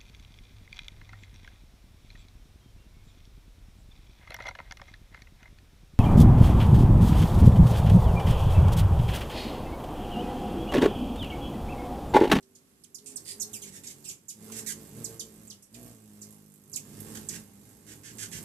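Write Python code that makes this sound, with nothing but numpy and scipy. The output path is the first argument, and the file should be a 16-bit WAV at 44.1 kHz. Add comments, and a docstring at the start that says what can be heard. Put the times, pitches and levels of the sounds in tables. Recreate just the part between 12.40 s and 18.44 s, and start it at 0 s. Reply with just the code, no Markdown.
"""Hummingbirds squabble round a feeder under a porch roof, close to a small stereo microphone. Their wings
hum near 52 beats a second, as overtones of each stroke, and the feathers swish as puffs of noise.
They call with falling chips and fast buzzy trills, swept harmonic tones that the porch boards throw back.
A few wing flicks and one dull knock are short bursts of noise; the quiet fields behind are a faint hush."""
import sys
import numpy as np
from scipy import signal
from scipy.fft import rfft, irfft, next_fast_len
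from scipy.io import wavfile
from scipy.ndimage import uniform_filter1d

SR = 44100
rng = np.random.default_rng(int(sys.argv[2]) if len(sys.argv) > 2 else 0)


def output_pcm(signal):
    """Save a mono or channel-first signal as 16-bit PCM at the path in sys.argv[1].

    Samples are clipped to [-1, 1] before scaling.
    """
    pcm = np.clip(np.atleast_2d(signal).T, -1, 1) * 32767
    wavfile.write(sys.argv[1], SR, np.round(pcm).astype(np.int16))


N = 266496


def undb(db):
    """Decibels to gain."""
    return 10 ** (np.asarray(db) / 20)


def unit(x):
    """Scale to rms 1."""
    return x / np.sqrt(np.mean(x ** 2))


def curves(table):
    """Each column of a table, joined by straight lines in time."""
    s, *columns = np.transpose(table)
    return [np.interp(np.arange(N) / SR, s, c) for c in columns]


def colour(x, points):
    """Filter by a spectrum of (frequency [Hz], level [dB]) points, joined over log frequency."""
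    hz, db = np.transpose(points)
    size = next_fast_len(N + 4096)  # spare room, so that the end does not wrap onto the start
    bins = np.maximum(np.arange(size // 2 + 1) * SR / size, 1)
    gain = undb(np.interp(np.log(bins), np.log(hz), db))
    return irfft(rfft(x, size) * gain, size)[..., :N]


def walk(rate, size=N):
    """Smooth chance that turns about rate times a second; spread near 1."""
    k = max(int(SR / rate), 1)
    steps = np.repeat(rng.standard_normal(N // k + 2), k)[:size]
    return np.sqrt(2) * uniform_filter1d(uniform_filter1d(steps, k), k)


def add(track, s, sound):
    """Mix a sound into a track at time s."""
    start = max(int(s * SR), 0)
    track[..., start:start + sound.shape[-1]] += sound[..., :N - start]


def flight(churn_db=-4, swish_echo_db=0, hum_echo_db=-13, rival_swish=0.33):
    """The nearest bird darts; two rivals waver in wingbeat and roam from side to side of the microphone."""
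    # the chase: (time [s], rivals and churned air against the nearest bird [dB],
    # sharpness of the stroke [dB per octave])
    chase_course = [(0, -2, 3), (.55, -3, 2), (1.1, 0.5, 0.5), (1.6, 0, -0.5), (2.15, -2.5, 1),
                    (2.4, -0.5, -1), (2.7, 0, 0.5), (3.05, -4.5, -0.5), (3.45, -9, -0.3), (4.2, -8, -1),
                    (4.6, 1.5, -1), (5, -1.5, -1.5), (6.04, 9.5, -1.5)]
    # the swish grows as the bird turns its spread wings to the microphone:
    # (time [s], swish [dB], snap of the feathers [dB])
    facing = [(0, -3.5, 8.5), (1.8, 1, 10.5), (2.1, 0, 8.5), (3.6, -2, 10), (3.9, 1, 12),
              (4.26, -3.5, 18.5), (4.45, 1.5, 3.5), (6.04, -1.5, 16)]
    # pressure of a rival's wing stroke: (frequency [Hz], relative level [dB])
    stroke_colour = [(38, -34), (52, -27), (110, -5.5), (155, 0.5), (185, -0.5), (210, -0.5), (240, -3.5),
                     (290, -5), (360, -9.5), (420, -6.5), (480, -15), (560, -28.5), (660, -25),
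                     (800, -15.5), (1200, -50.5)]
    # rush of air through the feathers: (frequency [Hz], relative level [dB])
    swish_colour = [(300, 6.5), (700, 5.5), (1200, 2), (2000, -1), (4000, -1.5), (6000, 0), (8000, 5),
                    (11000, 2.5), (15000, 4)]
    base_swish_db, hum_ref_db = -52, -50  # swish level beside a hum of the reference level
    swish_per_hum, swish_per_chase = 1, 0.094  # dB of swish per dB of each
    hum_pan_db, roam_db = -2.5, 2  # left minus right: steady offset of all hum, spread of each rival

    hz, hum_db = darting()
    chase_db, tilt_db = curves(chase_course)
    facing_db, snap_db = curves(facing)
    swish_db = base_swish_db + facing_db
    swish_db = swish_db + swish_per_hum * (hum_db - hum_ref_db) + swish_per_chase * chase_db
    chase = undb(chase_db)
    sides = np.array([[1], [-1]])

    levels = overtones(hz)
    hum, swish = wingbeat(hz, tilt_db, unsteady=0.27, overtones_db=levels, snap_db=snap_db)
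    for rival_hz in (51.5, 57.0):
        rival_hum, rival_puffs = wingbeat(rival_hz * (1 + .07 * walk(5)), tilt_db, unsteady=0.47,
                                          overtones_db=np.zeros(len(levels)), snap_db=10)
        roaming = undb(sides * roam_db * walk(2.98) / 2)
        hum = hum + chase * unit(colour(rival_hum, stroke_colour)) * roaming / np.sqrt(2)
        swish = swish + rival_swish * chase * rival_puffs / np.sqrt(2)

    # eddies roughen the hum while the birds chase each other; the sum is brought back to an even level
    churned = hum + chase * undb(churn_db) * eddies(tilt_db)
    hum = churned / np.sqrt(1 + chase ** 2 * (1 + undb(churn_db) ** 2))
    hum = hum * undb(hum_db)
    swish = unit(colour(swish / np.hypot(1, rival_swish * chase), swish_colour)) * undb(swish_db)
    echo = porch(undb(hum_echo_db) * hum.mean(axis=0) + undb(swish_echo_db) * swish)[:, :N]
    return hum * undb(sides * hum_pan_db / 2) + direct(swish) + echo


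def darting():
    """Wingbeat [Hz] and hum level [dB] of the nearest bird: every dart lifts both above hovering."""
    # hovering as the bird comes and goes: (time [s], wingbeat [Hz], hum level apart from darts [dB])
    hover = [(0, 48.32, -63), (.55, 48.53, -65), (.76, 48.31, -53), (1.72, 47.42, -56), (1.79, 48.2, -65.5),
             (1.92, 51.41, -66), (2.02, 53.69, -50), (2.3, 52.46, -50.5), (2.5, 48.47, -49.5),
             (2.56, 55.7, -53), (2.8, 56.29, -52), (3.11, 51.95, -52.5), (3.29, 47.87, -71.5),
             (3.34, 53.32, -56.5), (3.87, 52.6, -53), (3.97, 51.13, -56.5), (4.22, 50.53, -59.5),
             (4.55, 50.96, -48.5), (5.1, 50.54, -57), (6.04, 49.88, -55)]
    # darts, short bursts of harder and faster strokes:
    # (middle [s], length [s], rise of wingbeat [Hz], rise of level [dB])
    darts = [ (0.679, 0.173, 5.06, 2), (1.115, .35, 4.5, 3), (2.162, 0.2435, 0.523, 5.5),
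             (2.398, 0.0882, 5.21, 2), (2.593, 0.108, 2.09, 7.5), (2.706, 0.11, 0.93, 6.5),
             (3.44, 0.216, 7.36, 8.5), (4.35, 0.0911, 1.619, 3.5), (4.746, 0.2506, 4.29, 6.5),
             (4.955, 0.14396, 4.41, 8.5), (5.286, .12, 1.073, 2.5), (5.526, 0.12, 5.72, 4.5),
             (5.795, 0.1815, 2.186, 6.5), (6.012, 0.23, 0.857, 8.5)]
    squareness = 3.066  # 2 = a soft swell; higher = quick attack, hold, quick release
    beat_jitter = .011  # share by which the wingbeat wavers
    t = np.arange(N) / SR
    hz, hum_db = curves(hover)
    for middle, length, rise_hz, rise_db in darts:
        effort = np.exp(-np.abs(2 * (t - middle) / length) ** squareness)
        hz = hz + rise_hz * effort
        hum_db = hum_db + rise_db * effort
    return hz * (1 + beat_jitter * walk(22)), hum_db


def overtones(hz, fade_s=0.022):
    """Overtone levels [dB] of the nearest bird: they shift with wingbeat, and now and then one sings out."""
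    # the stroke while hovering: (multiple of the wingbeat, relative level [dB])
    hovering = [(1, -35.5), (2, -8), (3, -10), (4, -0.5), (5, -9.5), (6, -11.5), (7, -16.5), (8, -9),
                (9, -18), (10, -24.5), (11, -40.5), (12, -27), (13, -28.5)]
    # the stroke at a sprint: (multiple of the wingbeat, relative level [dB])
    sprinting = [(1, -16.5), (2, -1), (3, -9), (4, 1), (5, -7.5), (6, -19), (7, -36.5), (8, -10),
                 (9, -22.5), (10, -18), (11, -7), (12, -17), (13, -22)]
    # one overtone sings out while a bird hovers close:
    # (start [s], end [s], multiple of the wingbeat, lift [dB])
    singing = [(0, 0.806, 8, 11.5), (0, 0.846, 5, 13), (0.82, 1.0, 3, 9.5), (0.901, 1.301, 8, 16.5),
               (0.982, 1.2, 2, 8.5), (0.98, 1.304, 4, 4), (1.36, 1.76, 3, 7), (2.059, 2.326, 4, 12),
               (2.083, 2.34, 8, 7.5), (2.55, 3.0, 8, 4.5), (2.557, 3.051, 6, 10.5), (2.559, 3.06, 10, 5.5),
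               (2.848, 3.202, 2, 3.5), (2.89, 3.155, 4, 8.5), (3.548, 3.893, 4, 2.5), (3.947, 4.45, 3, 5.5),
               (4.636, 4.824, 4, 6), (4.9, 5.029, 8, 4.5), (5.102, 5.417, 4, 8.5), (5.92, 6.101, 2, 6)]
    hover_hz, sprint_hz = 50.96, 60.3  # wingbeats between which the one stroke turns into the other
    t = np.arange(N) / SR
    sprint = np.clip((hz - hover_hz) / (sprint_hz - hover_hz), 0, 1)
    levels = [slow + sprint * (fast - slow) for (_, slow), (_, fast) in zip(hovering, sprinting)]
    for start, end, multiple, db in singing:
        levels[round(multiple) - 1] += db * np.clip(np.minimum(t - start, end - t) / fade_s, 0, 1)
    return levels


def wingbeat(hz, tilt_db, unsteady, overtones_db, snap_db,
             puff_sharpness=2.68, upstroke=0.69, snap_spread_db=2, bass_tilt=2.13):
    """One bird: each stroke gives a pressure pulse of wavering harmonics, and both strokes puff out air."""
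    # the snap of the feathers is brighter than their swish: (frequency [Hz], relative level [dB])
    snap_colour = [(3000, -11.5), (6000, -6), (8000, 0), (14000, 5), (17000, -20)]
    phase = 2 * np.pi * (np.cumsum(hz) / SR + rng.random())
    hum, power = 0, 0
    for k, db in enumerate(overtones_db, 1):
        # the tilt turns about the fourth harmonic and is steeper below it
        gain = undb(db + tilt_db * np.log2(k / 4) * (bass_tilt if k < 4 else 1))
        level_waver = 1 + unsteady * walk(9)
        hum = hum + gain * level_waver * np.cos(k * (phase + np.pi) + unsteady * walk(9))
        power = power + gain ** 2
    downstroke_puff = np.exp(puff_sharpness * np.cos(phase))
    upstroke_puff = upstroke * np.exp(-puff_sharpness * np.cos(phase))
    puffs = unit(downstroke_puff + upstroke_puff)
    # the feathers snap for about a millisecond once a beat, harder on some beats than on others
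    snap_pulse = np.exp(40 * (np.cos(phase) - 1))
    snaps = snap_pulse * undb(snap_db + snap_spread_db * walk(50))
    rush = puffs * rng.standard_normal(N)
    return unit(hum / np.sqrt(power)), unit(rush + snaps * unit(colour(rng.standard_normal(N), snap_colour)))


def eddies(tilt_db):
    """Air churned by sharp turns: the sharper the stroke, the less deep rumble it leaves."""
    # eddies that a wing stroke sheds: (frequency [Hz], relative level [dB])
    eddy_colour = [(30, -44.5), (47, -44.5), (58, -2.5), (90, -11.5), (150, -1), (420, -6.5), (600, -18.5),
                   (1200, -22.5), (4000, -25.5)]
    rush = unit(colour(rng.standard_normal(N), eddy_colour))
    deep = colour(rush, [(110, 2), (220, -35)])
    return deep * undb(-2 * tilt_db) + (rush - deep)


def calls(echo_db=0.0, flick_s=0.000409, flick_echo_db=-3, gain_db=-2):
    """Chips, trills and wing flicks. Each comes from another spot and so has its own echoes;
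    a bird that faces away is heard mostly by way of the porch. The nearest board doubles each chip."""
    # chips: (time [s], length [s], first pitch [Hz], last pitch [Hz], level before gain_db [dB],
    # step per overtone [dB], bend of the fall, shoulder (above 1 the pitch hangs before it falls),
    # change of effort over the fall [dB], pitch roughness [0-1], lag of the first slap [s],
    # porch echo against the call [dB])
    chips = [ (0.027, 0.0076, 7025, 2980, -59.5, -9.5, 2.1, 0.98, -2.5, 0.049, .004, -.5),
             (.15, 0.0129, 7560, 2787, -58, -4.5, 1.93, 1.05, -6, 0.108, .004, 7.5),
             (0.436, 0.0195, 6050, 2625, -48.5, -3.5, 2.9, 1.1, -11.5, 0.053, .004, -7.5),
             (.545, 0.017, 7745, 4325, -39, -3, 2.43, 1.118, -10.5, 0.059, .0052, -3),
             (0.582, 0.00925, 5910, 3146, -49, -11, 1.43, 1.2, -2, 0.032, .004, -4),
             (0.7577, 0.02076, 9410, 3874, -34.5, -3.5, 1.81, 1.35, -6, 0.032, .003, -2.5),
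             (1.016, 0.016, 7500, 3910, -30.5, -3.5, 1.59, 1.094, -1.5, 0.0816, .0045, -1.5),
             (1.13, 0.0375, 4720, 2332, -39, -1, 3.215, 0.746, -5, 0.013, .0085, 1.5),
             (1.216, 0.011, 4918, 2863, -43.5, -1.5, 2.45, 1.12, 4, 0.041, 0.0071, 7),
             (1.468, 0.01077, 8216, 3104, -44.5, -6.5, 1.93, 0.94, -6, 0.099, .005, 8.5),
             (1.641, 0.00625, 5609, 3003, -47, -3, 1.19, 1, 3.5, 0.0001, .005, 7.5),
             (1.687, 0.0128, 7600, 2712, -36.5, -6, 3.56, 2.1, -4.5, 0, .005, 1.5),
             (1.882, 0.029, 7977, 2570, -41.5, -1.5, 1.59, 1.124, -8, 0.043, .0085, 3.5),
             (2.642, 0.02064, 8600, 4086, -32.5, -3.5, 2.006, 1.159, -1.5, 0.023, .0035, -4.5),
             (2.794, 0.0223, 7600, 3080, -34.5, -6, 2.99, 1.132, -2.5, 0.0404, .0045, -3),
             (3.074, 0.00795, 9560, 6840, -47, -14, 2.06, 0.987, -2.5, 0, .004, -2),
             (3.1, 0.02347, 7040, 2944, -43, -10.5, 2.48, 1.106, 1, 0.028, .004, -3),
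             (3.222, 0.00827, 10330, 5327, -52, 1.5, 1.414, 1.08, 1, 0.185, .004, 5.5),
             (3.341, 0.01446, 6010, 2144, -46.5, -5, 2.004, 0.838, 2, 0.063, .004, -1),
             (3.815, 0.0185, 8438, 3893, -46, -3.5, 1.93, 0.987, -7.5, 0.031, .011, 3),
             (4.329, 0.017, 7993, 4160, -37.5, -6, 1.412, 1.04, 7.5, 0, .008, -1),
             (4.3585, 0.01487, 8500, 2345, -29, -1.5, 3.2, 1.5, -3, 0.013, .0037, -3.5),
             (4.8867, 0.0141, 9108, 3368, -31, -5.5, 2.13, 1.168, -9.5, 0.081, .004, -3.5)]
    # buzzy trills: (time [s], length [s], lowest pitch [Hz], highest pitch [Hz], swings [per s],
    # level before gain_db [dB], step per overtone [dB], sag of the low turns [0-1], swell [dB],
    # low turns against high [dB], opening pitch overshoot [0-1], rasp [0-1],
    # porch echo against the call [dB])
    trills = [ (0.659, 0.0654, 2312, 9950, 83, -42.5, -4, 0.07, -1, -4, 0.01, 0.06, -2),
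              (0.85, 0.088, 1853, 4911, 76, -38, -4, 0.01, 9.5, -9.5, 0.05, 0.04, -2),
              (.998, 0.0255, 5860, 8610, 305, -30, -10, 0.16, 9.5, 3, 0.03, 0.06, -5.5),
              (1.236, 0.0582, 1915, 4525, 129.6, -45.5, -3, 0.2, -4, 4, 0, 0.14, -1.5),
              (1.323, 0.0578, 1703, 3953, 160, -47, -2, 0.08, 2.5, 8.5, 0.01, .08, 1),
              (1.435, 0.0813, 1801, 4004, 98.2, -45.5, -2.5, 0.03, -3.5, 0.5, 0.02, 0.19, 0),
              (1.65, 0.0367, 2467, 3032, 223, -43.5, -2.5, 0.09, -1.5, 2, 0.22, 0.01, 0),
              (1.698, 0.02, 2282, 3869, 159, -42.5, -1, 0.21, 0, -3.5, 0.02, 0, 2),
              (2.12, 0.0443, 1730, 3325, 164, -41.5, -2, 0.13, -6.5, 1.5, 0.2, 0.26, 0),
              (2.164, 0.033, 1783, 3210, 182, -35, -0.61, 0.13, 1, 3, 0.31, 0.11, -2),
              (2.262, 0.06454, 1620, 2388, 168, -30.5, -1, .38, -1, 2, .4, 0.04, -5),
              (4.75, 0.0264, 1496, 2632, 140, -39.5, -3, 0.01, -8, 12, 0.5, .1, -3),
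              (4.892, 0.0783, 1585, 2952, 151, -40.5, -3, 0.09, -0.5, -2, 0.45, 0.16, -3),
              (5.465, 0.0743, 1584, 3168, 130, -48, -3.5, 0.09, 1.5, 5, 0.15, 0.12, -2.5),
              (5.634, 0.0876, 1549, 3287, 162, -46, -3.5, 0.08, 1.5, 4.5, 0.21, 0.07, -2),
              (5.783, 0.08, 1526, 3302, 125, -35.5, -2.5, 0.16, 3.5, 6, 0.8, 0.05, -5),
              (5.915, 0.0791, 1564, 3300, 143, -39, -3.5, 0.17, -2.5, -2, 0.86, 0.07, -3)]
    # wings that clip each other: (time [s], level at the onset [dB])
    flicks = [(4.604, -19.5), (4.607, -20), (4.756, -23)]
    slap_db = -9  # off the nearest board, against the direct chip

    near, echoes = np.zeros(N), np.zeros((2, N))
    for s, *shape, slap_s, porch_db in chips:
        call = undb(gain_db) * chip(*shape)
        add(near, s, call)
        add(near, s + slap_s, undb(slap_db) * call)
        add(echoes, s, undb(porch_db) * porch(call))
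    for s, *shape, porch_db in trills:
        call = undb(gain_db) * trill(*shape)
        add(near, s, call)
        add(echoes, s, undb(porch_db) * porch(call))
    t = np.arange(SR // 100) / SR
    for s, db in flicks:
        bright_noise = unit(np.diff(rng.standard_normal(len(t) + 2), 2))
        flick = undb(db) * np.exp(-t / flick_s) * bright_noise
        add(near, s, flick)
        add(echoes, s, undb(flick_echo_db) * porch(flick))
    return direct(near) + undb(echo_db) * echoes


def chip(length, first_hz, last_hz, db, overtone_db, bend, shoulder, fade_db, waver,
         attack=0.0795, release=0.83, flutter_db=1.5, overrun=1.398):
    """The pitch drops steeply and flattens out; the tone turns ragged as the membranes slacken."""
    # attack, release and overrun are shares of the length; the call rings on past it
    u = np.arange(int(overrun * length * SR)) / (length * SR)
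    fall = (np.exp(-bend * u ** shoulder) - np.exp(-bend)) / (1 - np.exp(-bend))
    raggedness = 1 + waver * np.sqrt(u) * walk(2500, size=len(u))
    hz = (last_hz + (first_hz - last_hz) * fall) * raggedness
    effort = undb(fade_db * u + flutter_db * walk(917, size=len(u)))
    envelope = effort * np.clip(u / attack, 0, 1) * np.clip((overrun - u) / release, 0, 1)
    return undb(db) * unit(syrinx(hz, overtone_db) * envelope)


def trill(length, low_hz, high_hz, rate, db, overtone_db, sag, swell_db, low_turn_db, lead, rasp,
          uneven=.26, edge_s=0.00055, flutter_db=2.0, lead_s=0.001504, linger=1.4):
    """The pitch drops in, then swings up and down unevenly; the call swells or sinks towards its middle."""
    even_rate = 112  # swings per s: a slower swing lingers at the top, a faster one at the bottom
    size = int(length * SR)
    t = np.arange(size) / SR
    swing = np.cos(2 * np.pi * np.cumsum(rate * (1 + uneven * walk(120, size=size))) / SR)
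    dip = ((1 - swing) / 2) ** max((even_rate / rate) ** linger, .55)
    # the low turns sink as the call runs out of air
    bottom_hz = low_hz * (1 + sag * (.5 - t / length))
    hz = high_hz * (bottom_hz / high_hz) ** dip
    hz = hz * (1 + rasp * walk(1200, size=size)) * (1 + lead * np.exp(-t / lead_s))
    swell = swell_db * np.sin(np.pi * t / length)
    effort = undb(swell + low_turn_db * dip + flutter_db * walk(132.5, size=size))
    edges = np.clip(np.minimum(t, length - t) / edge_s, 0, 1)
    return undb(db) * unit(syrinx(hz, overtone_db) * edges * effort)


def syrinx(hz, overtone_db):
    """A harmonic tone whose partials rise and fall in level as they cross the throat's resonance."""
    # what the throat and open bill let through: (frequency [Hz], level [dB])
    throat = [(1100, -28), (1600, -7.5), (2500, -7), (4000, -7), (5500, -2), (7200, 5), (9000, 3),
              (11500, 1), (15000, -4.5)]
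    phase = 2 * np.pi * np.cumsum(hz) / SR
    throat_hz, throat_db = np.transpose(throat)
    k = np.arange(1, 10)[:, None]
    gain = undb(np.interp(np.log(k * hz), np.log(throat_hz), throat_db) + (k - 1) * overtone_db)
    audible = k * hz < SR / 2
    partials = gain * audible * np.sin(k * phase + 2 * np.pi * rng.random(k.shape))
    return unit(np.sum(partials, axis=0))


def direct(x):
    """Straight path to the two ports: the left one is shaded and three samples earlier."""
    # the left port faces away from the birds: (frequency [Hz], left against right [dB])
    shadow = [(400, -29), (2000, -35), (5000, -4), (7000, -50), (9000, -41), (14000, -40.5)]
    return np.array([np.roll(colour(x, shadow), -3), x])


def porch(x, early_s=0.02185, late_db=-11, gap_s=0.00186):
    """Separate slaps from roof and wall, then a faint diffuse tail; each port hears its own."""
    t60_s = .3  # time for the diffuse tail to fall by 60 dB
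    t = np.arange(SR // 3) / SR
    slaps = np.sign(rng.standard_normal((2, len(t)))) * (rng.random((2, len(t))) < .05)
    early = unit(slaps * np.exp(-t / early_s))
    late = unit(rng.standard_normal((2, len(t))) * np.exp(-np.log(1000) * t / t60_s))
    # no reflection arrives before half the gap; they come in fully after one and a half
    arrival = np.clip(t / gap_s - .5, 0, 1)
    spectrum = rfft((early + undb(late_db) * late) * arrival, 2 * len(t))
    # flat boards favour no broad band over another
    spectrum /= np.sqrt(uniform_filter1d(np.abs(spectrum) ** 2, size=300, axis=1))
    return signal.fftconvolve(x[None], irfft(spectrum)[:, :len(t)], axes=1)


def knock():
    """One soft, dull knock, a decaying burst of noise, perhaps a bird bumping the feeder."""
    # colour of the knock: (frequency [Hz], relative level [dB])
    knock_colour = [(350, -25), (650, -1.5), (1300, 7), (2000, -24)]
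    knock_s, knock_db, decay_s = 2.1, -51, .008  # time, level at the onset, decay
    t = np.arange(N) / SR - knock_s
    envelope = (t > 0) * np.exp(-np.abs(t) / decay_s)
    return undb(knock_db) * envelope * unit(colour(rng.standard_normal(N), knock_colour))


def air(sway_db=1):
    """Still air over the fields: a faint hush that sways slightly, more alike on both sides in the bass."""
    # the hush: (frequency [Hz], relative level per Hz [dB])
    air_colour = [(25, -19), (70, -4.5), (120, 0.5), (400, -8), (800, -18.5), (2000, -19.5), (4400, -22),
                  (6500, -22.5), (11000, -17), (15000, -26.5)]
    air_db = -68  # level of the part that both sides share
    mid = colour(rng.standard_normal(N), air_colour)
    side = colour(colour(rng.standard_normal(N), air_colour), [(200, -7.0), (1500, 1.5)])
    return undb(air_db + sway_db * walk(5.56)) * np.array([mid + side, mid - side]) / np.std(mid)


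def scene():
    """Wings and calls over the quiet of the fields."""
    return flight() + calls() + knock() + air()


def record(dry):
    """Each port of the microphone colours the sound; the top is cut steeply."""
    # colour of the left port: (frequency [Hz], level [dB])
    left_port = [(1000, 0), (4000, -2), (6700, 0), (8300, -8), (10000, -9.5), (12000, -8.5), (15000, -12.5)]
    # colour of the right port: (frequency [Hz], level [dB])
    right_port = [(1000, 0), (4000, -1.5), (6700, 1.5), (8300, 3), (9800, -2.5), (11300, 3), (15000, -9)]
    top_hz = 14800
    heard = np.array([colour(dry[0], left_port), colour(dry[1], right_port)])
    return signal.sosfilt(signal.ellip(10, .2, 80, top_hz, fs=SR, output="sos"), heard)


dry = scene()
out = record(dry)
output_pcm(out)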